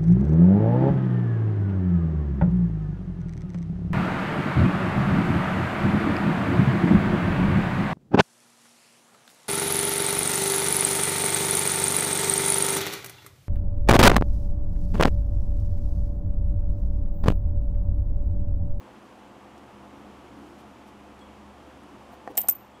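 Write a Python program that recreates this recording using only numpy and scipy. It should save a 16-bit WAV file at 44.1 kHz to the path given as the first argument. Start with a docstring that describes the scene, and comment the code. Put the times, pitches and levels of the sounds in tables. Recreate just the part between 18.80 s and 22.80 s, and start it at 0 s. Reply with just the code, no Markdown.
"""A quiet room hisses and hums while, close by, fingers turn a coin over on a cloth-covered table.
First come a few faint taps of the hand, brushes of skin on cloth and one small metallic ting.
After about 3.3 seconds the coin bumps and drags, and its rim knocks on the table through the cloth.
Then it clicks twice against the next coin, chatters and rings very high. A last faint ting follows."""
import sys
import numpy as np
from scipy import signal
from scipy.fft import rfft, irfft
from scipy.io import wavfile
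from scipy.ndimage import uniform_filter1d, minimum_filter1d

SR = 44100
rng = np.random.default_rng(int(sys.argv[2]) if len(sys.argv) > 2 else 0)


def generate_wav(sig):
    """Save sig (samples, or channels by samples) to the path in sys.argv[1] as 16-bit PCM at SR."""
    pcm = np.round(np.clip(np.atleast_2d(sig).T, -1, 1) * 32767).astype(np.int16)
    wavfile.write(sys.argv[1], SR, pcm)


N = 176400
T = np.arange(N) / SR

# The tone of the room's hiss. Each row: frequency in Hz, relative level in dB.
HISS_SPECTRUM = [(20, -34.5), (45, -13), (90, -13), (130, -11), (160, -14.5), (250, -5.5), (330, -6.5),
                 (470, -10.5), (600, -9.5), (800, -9.5), (1120, -10.5), (1500, -17.5), (2050, -21),
                 (3100, -23), (3950, -30.5), (7700, -35.5), (8600, -38), (12000, -41.5), (15200, -52)]
# The hiss sinks a little as the hand covers the coins. Each row: time in seconds, change in dB.
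HISS_CHANGE = [(0, -0.1), (.8, -0.14), (1.1, .5), (1.6, 0.5), (2.2, -0.3), (2.75, -0.06), (3.3, 0.5),
               (4, -1.6)]
# The low murmur of the room's air. Each row: time in seconds, level in dB.
MURMUR_LEVEL = [(0, -56.5), (.85, -57), (1.02, -53), (1.42, -49.5), (1.56, -47), (1.70, -51.5), (2.1, -59),
                (2.35, -50.5), (2.75, -59.5), (3.02, -52.5), (3.25, -58), (4, -59.5)]
# The pitches in that murmur. Each row: frequency in Hz, width in Hz, relative level in dB.
MURMUR_BANDS = [(205.2, 17.4, 1.5), (288.4, 38, 0), (353, 31, -11.5), (131.3, 29.3, -11.5)]
# The room's steady drones. Each row: frequency in Hz, width in Hz, level in dB.
DRONE_BANDS = [(208.6, 8.8, -64), (349.8, 17, -64), (512.6, 11, -64), (717.6, 32, -66), (866.7, 20, -64)]
# How the lowest hum swells and fades. Each row: time in seconds, relative level in dB.
HUM_SWELL = [(0, -76), (.35, -75), (.7, -62.5), (1.4, -57.5), (2.0, -60.5), (2.6, -55), (3.1, -58),
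             (3.4, -60), (4, -62)]
# Dry taps of the hand. Each row: start in seconds, level in dB, seconds to fade to about a third.
HAND_TAPS = [(0.778, -57.5, 0.0069), (2.392, -58, .005), (3.475, -51.5, 0.0029)]
# The tone of a tap. Each row: frequency in Hz, relative level in dB.
TAP_SPECTRUM = [(500, -11), (3000, -3), (5300, -4), (7500, -7), (15000, -22)]
# Skin brushes cloth and coin. Each row: middle in seconds, half length in seconds, level in dB.
SKIN_BRUSHES = [(1.66, 0.077, -72), (1.801, 0.015, -66), (2.083, 0.013, -66), (3.035, .004, -68),
                (3.33, .018, -70), (3.555, 0.0014, -53), (3.625, .004, -58.5), (3.675, 0.0011, -51)]
# The tone of a brush. Each row: frequency in Hz, relative level in dB.
BRUSH_SPECTRUM = [(500, -17), (3000, 0.5), (5500, -3), (9000, -3), (12500, -5.5), (14400, -10),
                  (15500, -23)]
# Faint metallic tings. Each row: start in seconds, gain in dB.
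TING_EVENTS = [(2.408, -56.5), (3.945, -62)]
# A ting's modes, the notes it rings with. Ring time is how long a note takes to fade by 60 dB.
# Each row: frequency in Hz, relative level in dB, ring time in seconds.
TING_MODES = [(3330, 2.5, 0.17), (4300, -7, .09), (7720, -12, .22), (7860, -6, .09)]
# Soft bumps on the table. Each row: middle in seconds, half length in seconds, level in dB.
SOFT_BUMPS = [(3.336, 0.0077, -44), (3.645, .004, -38)]
# The rims rub together. Each row: middle in seconds, half length in seconds, level in dB.
RIM_RUBS = [(3.338, .012, -70), (3.567, .007, -59)]
# The coin drags on cloth. Each row: middle and half length in seconds, level in dB, pitch in Hz.
CLOTH_SCUFFS = [(3.340, 0.0085, -48.5, 730), (3.511, 0.011, -42.5, 330), (3.558, 0.015, -48.5, 653),
                (3.591, 0.0052, -45.5, 600), (3.643, 0.0037, -41.5, 740), (3.662, .006, -52, 760)]
# The rim hits the table. 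Each row: start in seconds, thud and clatter levels in dB,
# the clatter's centre in Hz, its width in octaves.
RIM_KNOCKS = [(3.476, -21, -39.5, 1397, 0.74), (3.5769, -19.5, -25, 2880, 0.79),
              (3.686, -24.5, -23, 1840, 0.58)]
# The table's notes. Each row: frequency in Hz, relative level in dB, ring time in seconds.
TABLE_MODES = [(265, -11.5, 0.031), (340, -3, 0.031), (528, -5.5, 0.038), (717, 0.5, 0.032),
               (790, -4.5, 0.044), (1067, 1, 0.013), (1320, -3.5, .013), (1790, 1, 0.018)]
# Coin hits coin. Each row: start in seconds, tick level in dB, clack level in dB.
COIN_CLICKS = [(3.5722, -13, -43), (3.5743, -17, -48), (3.5772, -11.5, -19.5), (3.5773, -23.5, 3.5),
               (3.6150, -23, -53), (3.6163, -16, -49.5), (3.6853, -13, -26.5), (3.6867, -2.5, -15),
               (3.6988, -7.5, -30), (3.7001, -22, -50), (3.702, -18, -50.5), (3.7056, -30, -59),
               (3.7080, -26, -59.5), (3.7085, -25, -55), (3.7098, -18.5, -52), (3.712, -23, -58.5)]
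# The tone of a tick. Each row: frequency in Hz, relative level in dB.
TICK_SPECTRUM = [(100, -50), (600, -28), (2000, -28), (4100, -23.5), (5100, -11), (6700, -6), (8500, 2.5),
                 (10000, 0), (11300, -5.5), (13000, -3), (15000, -12), (15700, -33.5)]
# The notes of two coins pressed together, of the turned coin (main and lower) and of its neighbour.
# Each row: frequency in Hz, relative level in dB, ring time in seconds.
CLACK_MODES = [(2450, -15, .005), (3260, -13, 0.0056), (4040, -19.5, 0.0045), (5420, -16, .007),
               (7800, -5.5, 0.0055), (8220, -8, 0.005), (9600, -22.5, .004), (12570, -0.5, 0.004),
               (13250, -10.5, .003)]
COIN_MODES = [(13960, -15, .15), (14082, -18, .11), (14160, -8, .36), (14200, -1, .2), (14228, -13, .18)]
COIN_LOW_MODES = [(13605, -19, .07), (13754, -7, .08), (13824, -2, .08)]
NEIGHBOUR_MODES = [(14524, 0, .06), (14470, -12, .04), (14700, -17, .035)]
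# The coins ring after a contact. Each row: start, rise time and time left free in seconds,
# then gains in dB for the turned coin's main notes, its lower notes and the neighbour's notes.
FREE_RINGS = [(3.5727, 0.00102, 0.043, -24.5, -26, -36), (3.5800, .006, 0.064, -24, -27, -7),
              (3.6020, .0042, .02, -22, -35, -43), (3.6320, 0.0046, .045, -37, -43, -50),
              (3.6864, 0.0066, 0.012, -8.5, -5.5, -14), (3.7060, .006, .02, -18.5, -35, -40.5),
              (3.7500, .007, 0.012, -32, -52, -61), (3.7800, .006, .3, -50, -64, -70)]
# The tone of the room's echo. Each row: frequency in Hz, level in dB.
ECHO_SPECTRUM = [(200, -9.5), (500, -6.5), (800, -11.5), (3000, -9), (6000, -22.5), (10000, -23.5),
                 (14000, -21.5)]
# How long the echo lasts. Each row: frequency in Hz, ring time in seconds.
ECHO_RING_TIMES = [(200, 0.32), (1000, 0.16), (4000, 0.21), (14000, .13)]


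def amp(db):
    """Turns decibels into a number to multiply by."""
    return 10 ** (np.asarray(db) / 20)


def unit(x):
    """Scales a sound to an average power of 1."""
    return x / np.sqrt(np.mean(x ** 2) + 1e-20)


def at_hz(table, hz):
    """Looks up a table by frequency, gliding between its rows."""
    row_hz, value = np.transpose(table)
    return np.interp(np.log(hz + 1), np.log(row_hz + 1), value)


def over_time(table):
    """Joins a table's points into a curve over time."""
    return np.interp(T, *np.transpose(table))


def add(mix, start, sound):
    """Mixes a sound in at a start time in seconds."""
    part = mix[round(start * SR):][:len(sound)]
    part += sound[:len(part)]


def noise(gain, size=N):
    """Noise whose tone is shaped by gain(hz)."""
    hz = np.fft.rfftfreq(size, 1 / SR)
    return unit(irfft(rfft(rng.standard_normal(size)) * gain(hz), size))


def hill(distance, steepness=2):
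    """A curve that is 1 at distance 0 and one half at distance 1."""
    return 1 / (1 + distance ** steepness)


def swells(table):
    """A smooth rise and fall for each row."""
    return sum(amp(db) * np.exp(-.5 * ((T - middle) / half) ** 2) for middle, half, db in table)


def modes(table):
    """A struck object rings as a sum of fading pure tones."""
    t = T[:SR // 2]
    return sum(amp(db) * np.exp(-np.log(1000) * t / ring_s) * np.sin(2 * np.pi * hz * t)
               for hz, db, ring_s in table)


def cut_bass(x, hz):
    """Weakens everything below hz."""
    return signal.sosfilt(signal.butter(2, hz, "high", fs=SR, output="sos"), x)


def room_noise(hiss_db=-50.5, waver_db=0.12, hum_hz=72.2, drift_hz=0.56, mains_hz=119.6, mains_db=-67):
    """The room's air hisses, murmurs and drones over a drifting hum and a steady electrical one."""
    def wander():
        return np.interp(T, np.linspace(0, T[-1], num=32), rng.standard_normal(32))
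    def bands(table):
        return noise(lambda hz: sum(amp(db) / np.sqrt(width) * hill(2 * (hz - centre) / width)
                                    for centre, width, db in table))
    hiss_gain = amp(hiss_db + waver_db * wander() + over_time(HISS_CHANGE))
    hiss = hiss_gain * noise(lambda hz: amp(at_hz(HISS_SPECTRUM, hz)))
    murmur = amp(over_time(MURMUR_LEVEL)) * bands(MURMUR_BANDS)
    drones = np.linalg.norm([amp(db) for _, _, db in DRONE_BANDS]) * bands(DRONE_BANDS)
    hum_phase = 2 * np.pi * np.cumsum(hum_hz + drift_hz * wander()) / SR
    hum = amp(over_time(HUM_SWELL) - 2.5) * unit(np.sin(hum_phase))
    mains = amp(mains_db) * unit(np.sin(2 * np.pi * mains_hz * T))
    return hiss + murmur + drones + hum + mains


def taps():
    """Each tap of the hand is a burst of noise that dies at once."""
    out, t = np.zeros(N), T[:SR // 10]
    for start, db, fade_s in HAND_TAPS:
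        burst = noise(lambda hz: amp(at_hz(TAP_SPECTRUM, hz)), size=len(t))
        add(out, start, amp(db) * np.exp(-t / fade_s) * burst)
    return out


def brushes():
    """Skin hisses as it slides over cloth and coin."""
    return swells(SKIN_BRUSHES) * noise(lambda hz: amp(at_hz(BRUSH_SPECTRUM, hz)))


def tings(rise_s=0.005):
    """Metal rings faintly, with a soft start."""
    out, ting = np.zeros(N), np.minimum(T[:SR // 2] / rise_s, 1) * modes(TING_MODES)
    for start, db in TING_EVENTS:
        add(out, start, amp(db) * ting)
    return out


def bumps(table_hz=710):
    """Soft bumps of finger and coin wake only the table's main note."""
    return swells(SOFT_BUMPS) * np.sin(2 * np.pi * table_hz * T)


def rubs(pitch_hz=14300, half_width_hz=350):
    """The rims rub and the coin sings faintly."""
    return swells(RIM_RUBS) * noise(lambda hz: hill((hz - pitch_hz) / half_width_hz))


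def scuffs(width_octaves=0.4):
    """The coin's face drags on the cloth and the table murmurs under it."""
    out, t = np.zeros(N), T[:SR // 10] - 1 / 20  # t is 0 in the middle of a scuff
    for middle, half, db, pitch in CLOTH_SCUFFS:
        murmur = noise(lambda hz: hill(np.log2((hz + 1) / pitch) / width_octaves), size=len(t))
        add(out, middle + t[0], amp(db) * np.exp(-.5 * (t / half) ** 2) * murmur)
    return out


def knocks(contact_s=0.00035, clatter_rise_s=0.0027, clatter_ring_s=0.02):
    """The rim knocks on the table: its low notes thud and its many high notes clatter briefly."""
    out, t = np.zeros(N), T[:SR // 10]
    push = np.exp(-t / contact_s) * np.cos(np.pi * t / (2 * contact_s))
    thud = cut_bass(signal.fftconvolve(modes(TABLE_MODES), push), hz=260)
    fade = np.minimum(t / clatter_rise_s, 1) * np.exp(-np.log(1000) * t / clatter_ring_s)
    for start, thud_db, clatter_db, centre, width in RIM_KNOCKS:
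        clatter = noise(lambda hz: hill(np.log2((hz + 1) / centre) / width, steepness=4), size=len(t))
        add(out, start, amp(thud_db) * thud / abs(thud).max())
        add(out, start, amp(clatter_db) * fade * clatter)
    return out


def clicks(size=2048):
    """Rim meets rim: a bright tick and, on a hard hit, a short clack."""
    log_gain = np.log(amp(at_hz(TICK_SPECTRUM, abs(np.fft.fftfreq(size, 1 / SR)))))
    # Build the most sudden click that has this tone.
    tick = np.fft.ifft(np.exp(np.conj(signal.hilbert(log_gain)))).real[:size // 2]
    clack = cut_bass(modes(CLACK_MODES), hz=4170)  # a small disc gives off little bass
    out = np.zeros(N)
    for start, tick_db, clack_db in COIN_CLICKS:
        add(out, start, amp(tick_db) * tick / abs(tick).max())
        add(out, start, amp(clack_db) * clack / abs(clack).max())
    return out


def rings(choke_db_per_s=1595):
    """Both coins ring and shimmer as they come free, until a finger or the cloth stops them."""
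    out, t = np.zeros(N), T[:SR // 2]
    coin, coin_low, neighbour = modes(COIN_MODES), modes(COIN_LOW_MODES), modes(NEIGHBOUR_MODES)
    for start, rise_s, free_s, coin_db, low_db, neighbour_db in FREE_RINGS:
        ringing = amp(coin_db) * coin + amp(low_db) * coin_low + amp(neighbour_db) * neighbour
        choke = amp(-choke_db_per_s * np.maximum(t - free_s, 0))
        add(out, start, np.minimum(t / rise_s, 1) * choke * ringing)
    return out


def echo(sound, rise_s=0.0048):
    """A small furnished room blurs its many reflections into a short tail."""
    hz, t, spectrum = signal.stft(rng.standard_normal(SR // 2), SR, nperseg=256)
    ring_s = at_hz(ECHO_RING_TIMES, hz)[:, None]
    gain = amp(at_hz(ECHO_SPECTRUM, hz))[:, None] * np.sqrt(2 * np.log(1000) / (ring_s * SR))
    fade = np.exp(-np.log(1000) * t / ring_s)
    tail = signal.istft(spectrum * gain * fade, SR, nperseg=256)[1]
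    tail *= np.minimum(T[:len(tail)] / rise_s, 1)
    return signal.fftconvolve(sound, tail)[:N]


def scene():
    """Hand, coins and table, with their echo and the room's own noise."""
    near = taps() + brushes() + tings() + bumps() + rubs() + scuffs() + knocks() + clicks() + rings()
    return (near + echo(near) + room_noise())[None]


def record(dry, dip_db=1, above_db=-37, recover_db_per_s=2, ceiling=0.72, top_hz=15800):
    """The volume dips a little after loud clicks, sharp peaks are softened, the top treble is cut."""
    power_db = 10 * np.log10(abs(uniform_filter1d(dry[0] ** 2, size=220)) + 1e-12)
    over_db = np.clip(power_db - above_db, 0, dip_db)
    recovery_db = T * recover_db_per_s
    held_db = np.maximum.accumulate(over_db + recovery_db) - recovery_db  # dip fast, come back slowly
    dipped = dry[0] / amp(uniform_filter1d(held_db, size=200))
    peak_gain = ceiling / np.maximum(abs(dipped), ceiling)
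    smooth_gain = uniform_filter1d(minimum_filter1d(peak_gain, size=31), size=21)
    treble_cut = signal.firwin(255, top_hz, window=("kaiser", 9), fs=SR)
    return signal.oaconvolve(dipped * smooth_gain, treble_cut, "same")[None]


dry = scene()
out = record(dry)
generate_wav(out)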